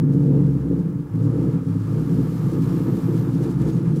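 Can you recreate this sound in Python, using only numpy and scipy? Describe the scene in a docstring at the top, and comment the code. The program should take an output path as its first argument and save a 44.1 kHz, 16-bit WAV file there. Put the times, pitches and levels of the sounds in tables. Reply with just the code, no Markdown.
"""Inside a car in slow traffic, one microphone behind the windscreen, a big eight-cylinder engine creeping.
From the start its uneven exhaust pulses boom in the pipes and cabin, over a low road rumble.
After half a second the throttle is eased and the exhaust pops; just past one second it picks up again.
From two seconds on, tyres outside swell past with thin hiss and a breathy whistle; three more pops follow.
The last second brings two faint brake squeals and most of the small rattles of the trim."""
import sys
import numpy as np
from scipy import signal
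from scipy.fft import rfft, irfft
from scipy.io import wavfile
from scipy.ndimage import uniform_filter1d

SR = 44100
rng = np.random.default_rng(int(sys.argv[2]) if len(sys.argv) > 2 else 0)


def store_pcm(level_fs):
    """Save levels as 16-bit WAV."""
    pcm = np.round(np.clip(level_fs, -1, 1) * 32767).astype(np.int16)
    wavfile.write(sys.argv[1], SR, np.atleast_2d(pcm).T)


N = 176400
T = np.arange(N) / SR

# Engine speed. Each row: time in seconds, firings per second.
FIRING_RATE = [(0, 71.3), (.15, 70.7), (.44, 70), (.6, 66.5), (.8, 64.6), (1.0, 52), (1.15, 54.6),
               (1.3, 59), (1.52, 60.3), (1.7, 53.2), (1.88, 54), (2.03, 61.5), (2.25, 60.2), (2.55, 56.6),
               (3.2, 58.5), (3.6, 63), (4, 62.7)]
# How steadily the engine pulls. Each row: time in seconds, clean tone's share of the boom from 0 to 1.
STEADY_PULL = [(0, 0.51), (.3, 0.63), (.5, 0.61), (.62, 0.23), (1.05, 0.01), (1.2, 0.57), (1.5, 0.31),
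               (1.62, 0.12), (1.82, 0.55), (2.05, 0.17), (3.0, 0.17), (3.2, 0.33), (4, 0.1)]
# The eight firings of a cycle. Each entry: relative strength in dB.
FIRING_STRENGTH = [2, -2, 2.5, -2, -1, 2.5, 4, -5]
# Their uneven timing. Each entry: lateness in firing intervals.
FIRING_LAG = [0.0019, 0.194, -0.143, 0.121, -0.1954, 0.034, .22, -0.151]
# Hum at the firing rate. Each row: time in seconds, relative level in dB.
HUM_LEVEL = [(0.02, -43.5), (0.6, -33.5), (0.8, -38), (0.85, -51), (1.1, -53), (1.46, -38), (1.64, -54),
             (2.05, -40), (2.09, -50), (2.19, -37), (2.37, -45), (2.39, -54), (2.5, -43), (3.28, -46.5),
             (3.69, -35.5), (3.85, -50), (3.88, -37), (3.98, -49)]
# The exhaust's low boom and the growl above it. Each row: time in seconds, relative level in dB.
BOOM_LEVEL = [(0.02, -19), (0.46, -17), (0.61, -24.5), (0.69, -28.5), (0.71, -17.5), (0.77, -27),
              (0.81, -20.5), (0.95, -28.5), (0.97, -21.5), (1.09, -42), (1.12, -24), (1.27, -18),
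              (1.33, -23.5), (1.57, -21), (1.65, -34), (1.68, -21), (1.89, -25.5), (1.93, -19.5),
              (2.08, -26.5), (2.13, -18.5), (2.35, -26.5), (2.48, -19), (2.51, -28), (2.6, -20.5),
              (2.9, -24.5), (2.94, -19), (3.02, -35), (3.05, -15.5), (3.07, -23), (3.21, -19.5),
              (3.23, -24.5), (3.43, -20.5), (3.48, -31), (3.5, -24.5), (3.64, -19.5), (3.69, -26),
              (3.76, -18.5), (3.82, -27), (3.85, -18), (3.98, -22)]
GROWL_LEVEL = [(0.02, -24.5), (0.29, -23.5), (0.68, -29.5), (0.71, -22.5), (0.86, -36), (0.97, -29.5),
               (1.12, -43.5), (1.17, -23), (1.21, -34.5), (1.27, -23.5), (1.68, -31), (1.72, -25),
               (1.84, -35), (2.23, -23.5), (2.25, -30.5), (2.52, -37.5), (2.55, -27), (3.07, -30),
               (3.16, -29), (3.22, -35), (3.25, -25.5), (3.98, -35.5)]
# Bark and rasp rise with the throttle. Each row: time in seconds, bark and rasp in relative dB.
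BARK_RASP_LEVEL = [(0.02, -27, -38.5), (0.05, -34, -38), (0.35, -28.5, -29), (0.61, -38, -42),
                   (0.7, -32, -33.5), (1.1, -46, -50.5), (1.21, -37, -37), (1.45, -29, -31.5),
                   (1.62, -40.5, -40.5), (1.86, -41, -46), (1.98, -31, -31), (2.03, -36, -44.5),
                   (2.16, -31.5, -33), (2.39, -38.5, -42.5), (2.58, -27.5, -34.5), (2.62, -35.5, -45),
                   (2.68, -31, -37.5), (2.98, -28, -35), (3.05, -46, -42.5), (3.1, -27, -33.5),
                   (3.35, -37.5, -42.5), (3.44, -27, -30.5), (3.58, -34.5, -48.5), (3.64, -27.5, -33),
                   (3.92, -34, -42), (3.98, -28, -35.5)]
# Resonances of pipes and cabin, low to high. Each row: centre in Hz, width in Hz, relative level in dB.
BOOM_RESONANCES = [(120.4, 60, -9.5), (143.3, 35.5, -0.5), (169, 19, -1.5), (190.3, 33.7, -9)]
GROWL_RESONANCES = [(261.5, 32, -0.68), (288.6, 21.5, -2.3)]
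BARK_RESONANCES = [(227.3, 29, 0), (320.4, 28.5, 1.5), (349.8, 44, -5.5), (378.8, 25, -11.5)]
RASP_RESONANCES = [(404.5, 56, -6.5), (447, 38.4, 1), (505.8, 66, -4)]
# Gas noise that passes the muffler. Each row: frequency in Hz, relative level in dB.
GAS_SPECTRUM = [(300, -5), (520, -0.5), (700, 2), (900, -4.5), (1150, -12), (1700, -19.5), (3000, -26),
                (8000, -41)]
# Single harder firings. Each row: start in seconds, peak in dB ahead of the muffler's filtering.
EXHAUST_POPS = [(.709, -9.5), (2.542, -14), (3.087, -14), (3.267, -15)]
# The ring of a pop. Each row: frequency in Hz, relative level in dB, seconds to fall by 60 dB.
POP_RING = [(150, -13, 0.044), (273, -3, 0.093), (346, 1, 0.06), (450, -5.5, 0.037)]
EXHAUST_LOW_HZ, EXHAUST_HIGH_HZ, POP_TOP_HZ = 100, 594, 504

# Traffic outside, heard from within. Each row: time in seconds, tyre roar and hiss in relative dB.
TRAFFIC_LEVEL = [(0.03, -50, -66), (0.15, -50.5, -61.5), (0.81, -50.5, -63), (1.07, -53, -69.5),
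                 (1.21, -49, -60), (1.51, -47.5, -57.5), (1.6, -47, -62), (1.61, -50.5, -60.5),
                 (2.13, -46, -53.5), (2.62, -47, -53), (2.7, -43.5, -52.5), (3.23, -44.5, -55),
                 (3.3, -46, -56), (3.45, -42, -54), (3.57, -46.5, -59), (3.62, -42, -52.5),
                 (3.84, -47, -58.5), (3.86, -44, -54.5), (3.94, -48.5, -59), (3.97, -47.5, -56.5)]
# Tyre roar, hiss and road rumble in the cabin. Each row: frequency in Hz, relative level in dB.
ROAR_SPECTRUM = [(300, -12.5), (600, 0), (760, -3), (900, 3.5), (1030, -3), (1200, 1.5), (1400, -3),
                 (1540, -7), (1700, -4.5), (1950, -15), (2100, -10.5), (2300, -18), (2420, -13),
                 (2550, -24.5), (2670, -18), (3300, -24.5), (6000, -52.5)]
HISS_SPECTRUM = [(1200, -1.5), (2600, 0.5), (3600, -.5), (5200, -0.5), (6300, -3), (7400, -2.5), (8400, -5),
                 (10000, -4), (12000, -7), (14000, -11.5), (15800, -20)]
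RUMBLE_SPECTRUM = [(15, -17), (30, -23), (42, -25), (60, 13), (90, 7.5), (200, 1.5), (500, -4),
                   (900, -34.5)]
# The singing of passing tread. Each row: time in seconds, centre in Hz, level in dB against the roar.
TREAD_BAND = [(0, 900.2, -10.5), (.8, 1000, -11), (1.35, 1189, -5.5), (2.3, 1230, -4.5), (2.7, 1050, -6),
              (3.0, 933.5, -6.5), (3.5, 944.6, -8), (4, 958, -14)]
# A thin whistle high in the hiss. Each row: time in seconds, relative level in dB.
WHISTLE_LEVEL = [(0, -104), (1.6, -90), (2.1, -64), (2.6, -62), (2.95, -59.5), (3.25, -63), (3.45, -74),
                 (3.6, -82), (4, -88)]
# Its two bands. Each row: centre in Hz, width in Hz, relative level in dB.
WHISTLE_BANDS = [(14560, 300, -3), (12700, 850, -4.5)]
# Faint brakes. Each row: start in seconds, end in seconds, pitch in Hz, average level in dB.
BRAKE_SQUEALS = [(3.139, 3.28, 14580, -64), (3.63, 3.78, 6625, -65)]
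# Trim in the cabin, near the microphone. Each row: middle in seconds, length in seconds, level in dB.
TRIM_RATTLES = [(0.138, 0.032, -60), (0.793, .025, -64), (1.157, 0.017, -60), (1.24, 0.045, -60),
                (3.178, .03, -55.5), (3.345, 0.027, -59), (3.438, 0.043, -53.5), (3.51, 0.037, -54),
                (3.62, 0.023, -54), (3.692, 0.055, -53.5), (3.775, .025, -59), (3.968, 0.034, -56)]


def engine():
    """Lumpy exhaust in four registers, with clean tones at one, two and four times the firing rate."""
    rate, hum_db, boom_db, steady = in_time(FIRING_RATE, HUM_LEVEL, BOOM_LEVEL, STEADY_PULL)
    glide = int(.035 * SR) + 1
    growl_db, bark_db, rasp_db = uniform_filter1d(in_time(GROWL_LEVEL, BARK_RASP_LEVEL), glide)
    count = np.cumsum(rate) / SR
    drive = firings(count, steady)
    hum, second, fourth = (np.sqrt(2) * np.sin(2 * np.pi * (k * count + rng.random())) for k in (1, 2, 4))
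    boom = np.sqrt(1 - steady) * pipe(drive, BOOM_RESONANCES) + np.sqrt(steady) * second
    boom = evened(boom, span_s=.065)
    growl = pipe(drive, GROWL_RESONANCES) + from_db(-13) * steady * resonate(fourth, 282, width_hz=70.4)
    bark = pipe(drive, BARK_RESONANCES)
    rasp = pipe(drive, RASP_RESONANCES) + from_db(-16) * coloured_noise(GAS_SPECTRUM)
    return (from_db(hum_db + .5) * hum + from_db(boom_db + 1.5) * boom + from_db(growl_db + .5) * growl
            + from_db(bark_db + 2.5) * bark + from_db(rasp_db - .5) * rasp)


def firings(count, steady):
    """One uneven pulse per cylinder, then a puff of turbulent gas; more regular under a steady pull."""
    firing = np.arange(int(count[-1]))
    cylinder = firing % len(FIRING_STRENGTH)
    looseness = 1 - .54 * steady
    jitter, misfire = rng.standard_normal((400, 2))[firing].T * np.interp(firing, count, looseness)
    start_s = np.interp(firing + np.array(FIRING_LAG)[cylinder], count, T) + .000866 * jitter
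    strength = from_db(np.array(FIRING_STRENGTH)[cylinder] + 3.5 * misfire)
    pulses = np.zeros(N)
    pulses[np.clip((start_s * SR).astype(int), 0, N - 1)] = strength
    puffs = rng.standard_normal(N) * np.exp(1.83 * np.cos(2 * np.pi * count - 1))
    return rms_one(pulses) + .57 * looseness * rms_one(puffs)


def pipe(drive, resonances):
    """Pulses ring a group of resonances behind the muffler, at an even level."""
    run_in = SR // 4   # the pipes are already ringing at the start
    drive = np.concatenate([drive[run_in:2 * run_in], drive])
    ring = sum((-1) ** k * from_db(db) * resonate(drive, hz, width)
               for k, (hz, width, db) in enumerate(resonances))
    muffled = cut(cut(ring, EXHAUST_LOW_HZ, "high", order=6), EXHAUST_HIGH_HZ, "low", order=8)
    return evened(muffled, span_s=.13)[run_in:]


def exhaust_pops():
    """Now and then one firing hits harder and rings briefly through the muffler."""
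    pops = np.zeros(N)
    for start, peak_db in EXHAUST_POPS:
        age = np.maximum(T - start, 0)
        ring = sum(from_db(db - np.minimum(60 * age / t60, 200)) * np.sin(2 * np.pi * hz * age)
                   for hz, db, t60 in POP_RING)
        pops += from_db(peak_db) * ring / np.abs(ring).max()
    return cut(cut(pops, EXHAUST_LOW_HZ, "high", order=4), POP_TOP_HZ, "low", order=8)


def road():
    """Tyres roar past outside over the road rumble; their hiss throbs slightly with the engine."""
    roar_db, hiss_db, rate = in_time(TRAFFIC_LEVEL, FIRING_RATE)
    throb = 1 + .14 * np.cos(2 * np.pi * np.cumsum(rate) / SR)
    roar = from_db(roar_db - 1.5 + 1.13 * drift(25.22)) * (coloured_noise(ROAR_SPECTRUM) + tread())
    hiss = from_db(hiss_db - .08 + 1.13 * drift(29.99)) * coloured_noise(HISS_SPECTRUM) * throb
    rumble = from_db(-45) * coloured_noise(RUMBLE_SPECTRUM)
    return roar + hiss + rumble


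def tread(width_hz=283):
    """Tyre tread sings in a broad band of noise that rises, then sinks as the tyres go by."""
    hz, db = in_time(TREAD_BAND)
    phase = 2 * np.pi * np.cumsum(hz) / SR
    a, b = cut(rng.standard_normal((2, N)), width_hz / 2, "low", order=2)
    return from_db(db) * rms_one(a * np.cos(phase) + b * np.sin(phase))


def whistle():
    """Two high bands of noise make a breathy whistle that swells with the traffic."""
    level_db, = in_time(WHISTLE_LEVEL)
    return sum(from_db(level_db + db) * resonate(rng.standard_normal(N), hz, width)
               for hz, width, db in WHISTLE_BANDS)


def brakes(fade_s=.04, waver_hz=45, flicker_db=4):
    """Brakes squeal briefly, each a thin tone that wavers in pitch and level."""
    squeals = np.zeros(N)
    for start, end, hz, db in BRAKE_SQUEALS:
        fade = np.clip(np.minimum(T - start, end - T) / fade_s, 0, 1)
        tone = np.sqrt(2) * np.sin(2 * np.pi * np.cumsum(hz + waver_hz * drift(150)) / SR)
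        squeals += from_db(db + flicker_db * drift(60)) * fade * tone
    return squeals


def trim_rattles(contacts_per_s=3800, band_hz=(2600, 9100)):
    """The trim rattles in short, bright clusters of tiny contacts."""
    level = sum(from_db(db) * np.exp(-(2 * (T - middle) / length) ** 2)
                for middle, length, db in TRIM_RATTLES)
    contacts = rng.standard_normal(N) * (rng.random(N) < contacts_per_s / SR)
    return level * rms_one(cut(contacts + 1e-18, band_hz, "band", order=1))


def from_db(db):
    """Decibels to gain."""
    return 10 ** (np.asarray(db) / 20)


def rms_one(x):
    """Scale to unit rms."""
    return x / np.sqrt(np.mean(x ** 2) + 1e-20)


def evened(x, span_s):
    """Ride the gain to hold the slow level at 1."""
    power = uniform_filter1d(x ** 2, int(span_s * SR))
    return x / np.sqrt(np.abs(uniform_filter1d(power, int(span_s * SR / 2))) + 1e-12)


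def in_time(*tables):
    """Every value column of the given time tables, sample by sample."""
    return [np.interp(T, times, column)
            for times, *columns in map(np.transpose, tables) for column in columns]


def drift(turns_per_s):
    """Random wander around zero, of size about 1."""
    knots = rng.standard_normal(1000)
    return np.interp(T * turns_per_s, np.arange(len(knots)), knots)


def coloured_noise(spectrum):
    """Noise with the given spectrum, rms 1."""
    hz, db = np.transpose(spectrum)
    bins_hz = np.maximum(np.fft.rfftfreq(N, 1 / SR), 1)
    gain = from_db(np.interp(np.log(bins_hz), np.log(hz), db))
    return rms_one(irfft(rfft(rng.standard_normal(N)) * gain, N))


def resonate(x, hz, width_hz):
    """A steep-sided resonance (two alike in series), rms 1."""
    r = np.exp(-np.pi * width_hz / SR)
    section = [1 - r, 0, r - 1, 1, -2 * r * np.cos(2 * np.pi * hz / SR), r * r]
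    return rms_one(signal.sosfilt([section, section], x + 1e-18))


def cut(x, hz, kind, order):
    """Butterworth filter."""
    return signal.sosfilt(signal.butter(order, hz, kind, fs=SR, output="sos"), x)


def scene():
    """Everything as it reaches one microphone behind the windscreen."""
    return (engine() + exhaust_pops() + road() + whistle() + brakes() + trim_rattles())[None]


def record(dry):
    """The microphone's signal is cut steeply above 15750 Hz."""
    return signal.sosfilt(signal.ellip(12, .1, 80, 15750, fs=SR, output="sos"), dry)


dry = scene()
out = record(dry)
store_pcm(out)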